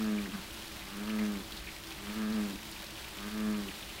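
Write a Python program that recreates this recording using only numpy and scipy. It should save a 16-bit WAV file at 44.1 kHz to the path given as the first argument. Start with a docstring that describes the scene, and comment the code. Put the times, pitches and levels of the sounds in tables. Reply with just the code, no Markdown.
"""A bullfrog is bellowing beside a pond at night; one short grunt and three more calls follow.
Each call swells and arches in pitch as one pulse train drives three resonators: the vocal sac
gives a deep tone, the throat its overtones and the eardrums a pulsing rasp. The banks echo softly.
Light rain hisses and plips on the water, over a far drone and a low rumble."""
import sys
import numpy as np
from scipy import signal
from scipy.fft import rfft, irfft, next_fast_len
from scipy.io import wavfile
from scipy.ndimage import map_coordinates

SR = 44100
rng = np.random.default_rng(int(sys.argv[2]) if len(sys.argv) > 2 else 0)


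def master(y):
    """Save y as 16-bit WAV."""
    cut = np.clip(np.atleast_2d(y).T, -1, 1)
    pcm = np.round(cut * 32767)  # scale
    wavfile.write(sys.argv[1], SR, pcm.astype(np.int16))


N = 176400

# Bands of the far drone. Each row: centre in Hz, half-width in Hz, level in dB.
DRONE_BANDS = [(326.9, 6.7, -58), (593.6, 4.3, -70.5)]
# Spectra of the rumble and rain noises. Each row: frequency in Hz, relative level in dB.
RUMBLE_SPECTRUM = [(15, -15), (35, -8), (56, -1.5), (85, -12), (170, -13), (260, -15.5), (400, -17),
                   (600, -50.5)]
HISS_SPECTRUM = [(240, -68), (400, -0.5), (452, -5), (569, -0.5), (614, -2), (663, -1.5), (861, -1),
                 (1260, -2.5), (1450, -2.5), (1690, -2), (2160, -2.5), (3120, -1.5), (4240, -3),
                 (6220, -9.5), (15600, -14.5)]
PATTER_SPECTRUM = [(300, -47), (1000, -4.5), (4000, 1.5), (7000, -6), (12000, -8.5), (15000, -6.5)]
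TICK_SPECTRUM = [(1000, -2), (4000, -9), (9000, 5), (15000, -3)]
# Near drops on water. Each row: time in seconds, relative level in dB, pitch in Hz.
PLIPS = [(0.184, -28, 2200), (0.2575, -32, 1900), (0.3187, -35, 2760), (0.6205, -35, 2820),
         (0.6704, -37, 4270), (0.819, -33, 2200), (1.1005, -27, 2500), (1.188, -27.5, 2200),
         (1.2116, -30, 2000), (1.5213, -34, 3300), (1.5713, -30.5, 3984), (1.6724, -31, 2176),
         (1.687, -29.5, 2245), (1.916, -33, 2700), (2.7241, -34, 4370), (2.7626, -32, 2590),
         (2.8295, -44, 3390), (2.9744, -33, 2600), (2.9894, -41, 3300), (3.1832, -34, 3330),
         (3.2276, -34, 2970), (3.6847, -32, 2760), (3.8265, -32.5, 3200), (3.898, -31, 2750),
         (3.9853, -32, 2505)]
BUBBLES = [(2.828, -42.5, 586), (3.534, -38, 980)]
# Drops landing close by. Each row: start in seconds, relative level in dB.
TICKS = [(0.5758, -44), (0.97, -39), (2.0223, -42), (2.4334, -46), (2.7152, -37), (3.5107, -42),
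         (3.5805, -40.5), (3.8324, -49)]
# Reverberation of the banks. Each row: frequency in Hz, time to fall 60 dB in seconds.
BANK_DECAY = [(200, 2.4), (1500, 0.63), (8000, 0.067)]
# Resonances of the frog's body. Each row: frequency in Hz, relative gain in dB.
SAC_RESPONSE = [(60, -45), (105, -36), (170, 2), (195, -0.5), (220, 0), (260, -32), (320, -59), (400, -80)]
THROAT_RESPONSE = [(200, -50), (255, -5), (285, -8), (320, -13.5), (425, -14), (535, -25), (640, -22),
                   (760, -37), (900, -83)]
EARDRUM_RESPONSE = [(400, -55), (800, -12), (980, -5), (1070, -6.5), (1180, 0.5), (1284, 0.5), (1390, -6),
                    (1490, -6), (1605, -1.5), (1712, -2), (1850, -9), (2050, -9), (2500, -10), (4000, -27),
                    (8000, -62)]
LARYNX_RESPONSE = [(150, -40), (240, -4.5), (310, 3.5), (400, -4), (520, -32)]
# Contours, one per utterance. Each row: time in seconds, pulse rate in Hz, relative level in dB.
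CALLS = [
    [(0, 110.2, -33), (.13, 105.7, -32), (.21, 103.2, -35), (.26, 98.9, -43), (.295, 92.8, -44),
     (.315, 84, -56)],
    [(.82, 95.2, -63), (.93, 99.8, -48), (1.01, 102.8, -39), (1.06, 104.8, -39.5), (1.095, 108.7, -36.5),
     (1.22, 106.3, -32), (1.32, 103.5, -36), (1.375, 98.8, -40.5), (1.418, 93.7, -47.5), (1.44, 84.8, -73)],
    [(1.96, 95.8, -56), (2.04, 100.6, -52), (2.1, 103.3, -38.5), (2.14, 106, -44.5), (2.18, 109.8, -36.5),
     (2.29, 106, -34.5), (2.33, 111.4, -34), (2.38, 106.8, -32.5), (2.46, 102.4, -36), (2.52, 98.3, -43),
     (2.558, 94.3, -47), (2.58, 84.4, -64)],
    [(3.13, 95.6, -67), (3.2, 99.35, -47.5), (3.275, 103.9, -40), (3.305, 105.3, -46.5),
     (3.35, 107.5, -37.5), (3.48, 107.1, -32.5), (3.59, 104, -35.5), (3.655, 98.85, -43.5),
     (3.7, 94.8, -46), (3.722, 84.4, -67)],
]
GRUNT = [(.32, 102.6, -53), (.338, 105.4, -40), (.355, 100.4, -33), (.372, 94.5, -49.5), (.4, 95, -43),
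         (.425, 93, -84)]

HARMONICS = np.arange(1, 37)[:, None]


def amp(db):
    """Amplitude grows tenfold for every 20 dB."""
    return 10 ** (np.asarray(db) / 20)


def unit(x):
    """Normalisation brings the rms to 1."""
    return x / np.sqrt(np.mean(x ** 2) + 1e-20)


def along(points, hz):
    """Interpolation reads (Hz, value) points on a logarithmic frequency axis."""
    freqs, values = np.transpose(points)
    return np.interp(np.log(hz + 1), np.log(freqs + 1), values)


def wobble(rate):
    """A spline through random knots, rate of them a second, fluctuates smoothly."""
    return map_coordinates(rng.standard_normal(int(N * rate / SR) + 4), [np.arange(N) * rate / SR])


def filtered(x, response):
    """Linear filtering multiplies the spectrum by a frequency response."""
    size = next_fast_len(len(x) + SR // 4)
    return irfft(rfft(x, size) * response(np.fft.rfftfreq(size, 1 / SR)), size)[:len(x)]


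def coloured(x, points):
    """Spectral shaping imposes a (Hz, dB) envelope, at rms 1."""
    return unit(filtered(x, lambda hz: amp(along(points, hz))))


def drone_and_rumble():
    """Narrow-band noise is heard as a wavering tone, broad low noise as a rumble."""
    out = np.zeros(N)
    for hz, width, db in DRONE_BANDS:
        band = filtered(rng.standard_normal(N), lambda f: 1 / (1 + ((f - hz) / width) ** 2))
        out += amp(db) * unit(band)
    return out + amp(-51.5) * coloured(rng.standard_normal(N), RUMBLE_SPECTRUM)


def plip(hz, t60_s, attack_s=0.001032, width_oct=0.24):
    """An impact on water gives a band of noise that decays exponentially."""
    t = np.arange(SR // 12) / SR
    band = lambda f: np.exp(-.5 * (np.log2((f + 1) / hz) / width_oct) ** 2)
    envelope = (1 - np.exp(-t / attack_s)) * amp(-60 * t / t60_s)
    return unit(filtered(rng.standard_normal(len(t)), band)) * envelope


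def splashes(count=240, centre_hz=2800, spread_oct=.42, scatter_db=4.5):
    """Farther drops of random pitch and size add by superposition."""
    out = np.zeros(N)
    for start in rng.uniform(0, N / SR, count):
        size, pitch = np.clip(rng.standard_normal(2), -2, 2)
        hz = centre_hz * 2 ** (spread_oct * pitch)
        add(out, start, amp(scatter_db * size) * plip(hz, t60_s=0.029))
    return unit(out)


def add(track, start_s, sound):
    """Superposition adds a sound to the track from its start time."""
    i = int(np.clip(start_s * SR, 0, N - 1))
    track[i:i + len(sound)] += sound[:N - i]


def rain(drops_per_s=150, scatter_db=4, flutter_db=0.78, patter_t60_s=0.0065):
    """Incoherent impacts add in power: a smooth far hiss, a fine patter and soft splashes."""
    hiss = coloured(rng.standard_normal(N), HISS_SPECTRUM) * amp(flutter_db * wobble(18))
    hits = (rng.random(N) < drops_per_s / SR) * amp(scatter_db * np.clip(rng.standard_normal(N), -2, 2))
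    fade = amp(-60 * np.arange(SR // 20) / SR / patter_t60_s)
    power = np.abs(signal.fftconvolve(hits ** 2, fade ** 2)[:N])
    patter = coloured(np.sqrt(power) * rng.standard_normal(N), PATTER_SPECTRUM)
    return amp(-47) * hiss + amp(-55) * patter + amp(-57.5) * splashes()


def near_drops(plip_attack_s=0.001032, bubble_attack_s=.003, bubble_t60_s=0.067, tick_t60_s=0.0076):
    """Impacts plip and tick; a heavy drop traps a bubble, which rings as a damped oscillator."""
    out, t = np.zeros(N), np.arange(SR // 10) / SR
    for time, db, hz in PLIPS:
        add(out, time - plip_attack_s, amp(db - 7.5) * plip(hz, t60_s=0.047, attack_s=plip_attack_s))
    for start, db, hz in BUBBLES:
        envelope = amp(db - 60 * t / bubble_t60_s) * (1 - np.exp(-t / bubble_attack_s))
        add(out, start, envelope * np.sin(2 * np.pi * hz * t))
    for start, db in TICKS:
        noise = coloured(rng.standard_normal(len(t)), TICK_SPECTRUM)
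        add(out, start, amp(db - 60 * t / tick_t60_s) * noise)
    return out


def bank_echo(x):
    """Reflections from the banks form a reverberant tail that lasts longest in the bass."""
    hz, t, spectrum = signal.stft(rng.standard_normal(SR), SR, nperseg=256)
    decay = amp(-60 * t / along(BANK_DECAY, hz)[:, None])
    tail = signal.istft(spectrum * decay, SR, nperseg=256)[1]
    return signal.fftconvolve(x, tail / np.linalg.norm(tail))[:N]


def larynx_rattle(sounding, left_s, lead_s=0.039, width_s=0.023):
    """The closing larynx gives a burst of band-limited noise just before a call ends."""
    envelope = np.exp(-((left_s - lead_s) / width_s) ** 2)
    return coloured(rng.standard_normal(N), LARYNX_RESPONSE)[sounding] * envelope


def eardrum_rasp(phase, sounding, left_s, nominal_hz=107, blur_rad=0.86, drift_rad=.18, clear_s=0.27):
    """The eardrums radiate phase-blurred harmonics and pulsed noise; the noise clears at the end."""
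    t = np.flatnonzero(sounding) / SR
    knots = np.linspace(0, N / SR, 120)
    drift = np.array([np.interp(t, knots, rng.standard_normal(len(knots))) for _ in HARMONICS])
    blur = blur_rad * rng.standard_normal(HARMONICS.shape) + drift_rad * drift
    gains = amp(along(EARDRUM_RESPONSE, HARMONICS * nominal_hz))
    buzz = np.sum(gains * np.cos(HARMONICS * phase + blur), axis=0)
    puffs = coloured(rng.standard_normal(N), EARDRUM_RESPONSE)[sounding] * (1 + 0.82 * np.cos(phase))
    noise_share = .24 * np.clip((left_s / clear_s) ** 2, 0, 1)
    return np.sqrt(1 - noise_share) * unit(buzz) + np.sqrt(noise_share) * unit(puffs)


def resonator(response, pitch, phase, lag_cycles=0):
    """In forced vibration each harmonic is weighted by the response at its frequency."""
    gains = amp(along(response, HARMONICS * pitch))
    return np.sqrt(2) * np.sum(gains * np.cos(HARMONICS * (phase - 2 * np.pi * lag_cycles)), axis=0)


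def croak(contour, throat_db, rasp_db, full_db=-30.5, jitter=.003, shimmer_db=.5, fade_db_per_s=16.5):
    """Source and filter: one slightly unsteady pulse train drives sac, throat and eardrums."""
    times, rate, level = np.transpose(contour)
    t = np.arange(N) / SR
    sounding = (t >= times[0]) & (t <= times[-1])
    left_s = times[-1] - t[sounding]
    pitch = (np.interp(t, times, rate) * (1 + jitter * wobble(70)))[sounding]
    effort_db = (np.interp(t, times, level) + shimmer_db * wobble(60))[sounding] - full_db
    phase = 2 * np.pi * np.cumsum(pitch) / SR
    sac = amp(effort_db) * resonator(SAC_RESPONSE, pitch, phase)
    # Throat and rasp grow more slowly with effort than the sac tone; the rasp is favoured early.
    rasp_gain = amp(rasp_db + 0.6 * effort_db + fade_db_per_s * left_s)
    rasp = rasp_gain * eardrum_rasp(phase, sounding, left_s)
    throat = amp(0.79 * effort_db) * resonator(THROAT_RESPONSE, pitch, phase, lag_cycles=0.14)
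    throat += amp(-14.5) * larynx_rattle(sounding, left_s)
    out = np.zeros(N)
    out[sounding] = amp(full_db) * (sac + amp(throat_db) * throat + rasp)
    return out


def bullfrog():
    """The balance of resonators sets the timbre: the grunt has less throat and more rasp."""
    calls = sum(croak(contour, throat_db=-1, rasp_db=-20.5) for contour in CALLS)
    return calls + croak(GRUNT, throat_db=-13, rasp_db=-13.5)


def scene():
    """Frog, echo, rain and far background superpose in one channel."""
    voice = bullfrog()
    return (voice + amp(-27) * bank_echo(voice) + near_drops() + rain() + drone_and_rumble())[None]


def record(dry, cutoff_hz=15800):
    """An ideal low-pass filter removes everything above the cutoff."""
    return np.array([filtered(channel, lambda hz: hz < cutoff_hz) for channel in dry])


dry = scene()
out = record(dry)
master(out)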